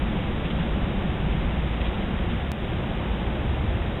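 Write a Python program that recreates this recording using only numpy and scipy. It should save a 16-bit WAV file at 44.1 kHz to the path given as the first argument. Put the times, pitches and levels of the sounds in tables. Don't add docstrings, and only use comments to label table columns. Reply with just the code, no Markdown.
import sys
import numpy as np
from scipy.fft import rfft, irfft
from scipy.io import wavfile

SR = 44100
rng = np.random.default_rng(int(sys.argv[2]) if len(sys.argv) > 2 else 0)


def generate_wav(signal):
    frames = np.transpose(np.atleast_2d(signal))
    scaled = np.clip(frames, -1, 1) * 32767
    pcm = np.round(scaled).astype(np.int16)
    wavfile.write(sys.argv[1], SR, pcm)


N = 176400
SKIP_S = 2.5179
MICROPHONE_TOP_HZ = 3813


def from_db(db):
    return 10 ** (np.asarray(db) / 20)


def rms_one(x):
    return x / np.sqrt(np.mean(x ** 2) + 1e-20)


def filtered(x, response):
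    hz = np.maximum(np.fft.rfftfreq(N, 1 / SR), 1)
    return irfft(rfft(x) * response(hz), N)


def low_pass(x, edge_hz, order):
    return filtered(x, lambda f: 1 / np.sqrt(1 + (f / edge_hz) ** (2 * order)))


def coloured(x, spectrum):
    hz, db = np.transpose(spectrum)
    shaped = filtered(x, lambda f: from_db(np.interp(np.log(f), np.log(hz), db)))
    return rms_one(low_pass(shaped, MICROPHONE_TOP_HZ, order=41.4))


def across_skip(before, after, t):
    share = .5 + .5 * np.tanh((t - SKIP_S) / .001)
    return (1 - share) * before + share * after


def microphone_hiss(t):
    # f/Hz, level/dB
    hiss_colour = [(300, -6.5), (900, 0), (1400, 1), (2000, 0.46), (2700, -1.5), (3300, -2), (3700, -5),
                   (4000, -6)]
    level_db = across_skip(before=-38.5, after=-39, t=t)
    return from_db(level_db) * coloured(rng.standard_normal(N), hiss_colour)


def far_drone(pitch_hz=53.3, width_hz=6.7):
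    hum = filtered(rng.standard_normal(N), lambda f: 1 / (1 + ((f - pitch_hz) / width_hz) ** 2))
    return from_db(-32.5) * rms_one(hum)


def distant_rumble(t):
    # f/Hz, level/dB
    early_colour = [(8.8, -39), (15, -6.5), (49, -3.5), (65, -0.5), (104, -10), (131, -7), (187, -5.5),
                    (226, -7.5), (263, -15.5), (301, -13), (378, -16), (432, -20.5), (522, -17), (643, -22),
                    (734, -20), (958, -24.5), (1400, -28.5), (1820, -61.5), (3080, -120)]
    late_colour = [(8.8, -42), (15, -33), (22, -10), (43, -7.5), (60, -1.5), (102, -6), (146, -10.5),
                   (210, -9.5), (269, -18.5), (307, -16), (393, -17.5), (466, -23.5), (493, -20),
                   (707, -22.5), (792, -22), (940, -26.5), (1400, -31), (1820, -59), (3080, -120)]
    # t/s, level/dB
    deep_swells = [(0, 0.5), (1.05, -1), (1.3, 1), (2.05, -0.5), (2.33, 2), (2.58, -2.5), (2.77, 0),
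                   (2.88, -3), (3.33, -3), (3.6, 3.5), (3.88, -2.5)]
    upper_swells = [(0, -0.5), (.42, -0.5), (.56, 3.5), (.72, 0.5), (1.35, 2), (1.55, -1), (1.92, -2.5),
                    (2.1, 1.5), (2.4, -2), (2.7, 0), (4, -1.5)]
    middle_swells = [(0, .3), (.9, 1), (1.65, -0.5), (1.98, 1.5), (2.35, -0.5), (2.5, -2), (2.9, 0),
                     (3.45, 0.1), (3.8, -1)]
    before = from_db(-26) * coloured(rng.standard_normal(N), early_colour)
    after = from_db(-25.5) * coloured(rng.standard_normal(N), late_colour)
    rumble = low_pass(across_skip(before, after, t), edge_hz=1104, order=3)
    rumble += far_drone()
    deep = low_pass(rumble, edge_hz=110, order=6)
    bass = low_pass(rumble, edge_hz=260, order=6)
    ranges = [(deep, deep_swells), (bass - deep, upper_swells), (rumble - bass, middle_swells)]
    return sum(band * from_db(np.interp(t, *np.transpose(swells))) for band, swells in ranges)


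def grass_rustles(t, crackles_per_s=1500):
    # peak t/s, length/s, level/dB
    rustles = [(0.458, .02, -38.5), (0.513, .014, -40), (0.604, .015, -42), (.63, .01, -39.5),
               (1.32, .05, -47), (1.816, 0.0083, -36.5), (1.864, 0.028, -36.5), (1.947, .012, -40.5),
               (2.31, 0.023, -43)]
    # f/Hz, level/dB
    grass_colour = [(1000, -10), (2000, -8), (2600, 3.5), (3100, 2), (3900, -3)]
    signs = rng.choice([-1, 1], N)
    ticks = signs * (rng.random(N) < crackles_per_s / SR)
    swells = sum(from_db(db) * np.exp(-2 * ((t - peak) / length) ** 2) for peak, length, db in rustles)
    return swells * coloured(ticks, grass_colour)


def skip_click(t, settle_s=0.001):
    jump = .5 * np.sign(t - SKIP_S) * np.exp(-np.abs(t - SKIP_S) / settle_s)
    return from_db(-15) * low_pass(jump, edge_hz=14000, order=1)


def scene():
    t = np.arange(N) / SR
    background = distant_rumble(t) + microphone_hiss(t)
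    dip_db = -2.5 * np.exp(-((t - 2.54) / 0.074) ** 2)
    return (from_db(dip_db) * background + grass_rustles(t) + skip_click(t))[None]


def record(dry):
    faint_hiss = from_db(-71.5) * rng.standard_normal(N)
    return low_pass(dry + faint_hiss, edge_hz=15750, order=150)


dry = scene()
out = record(dry)
generate_wav(out)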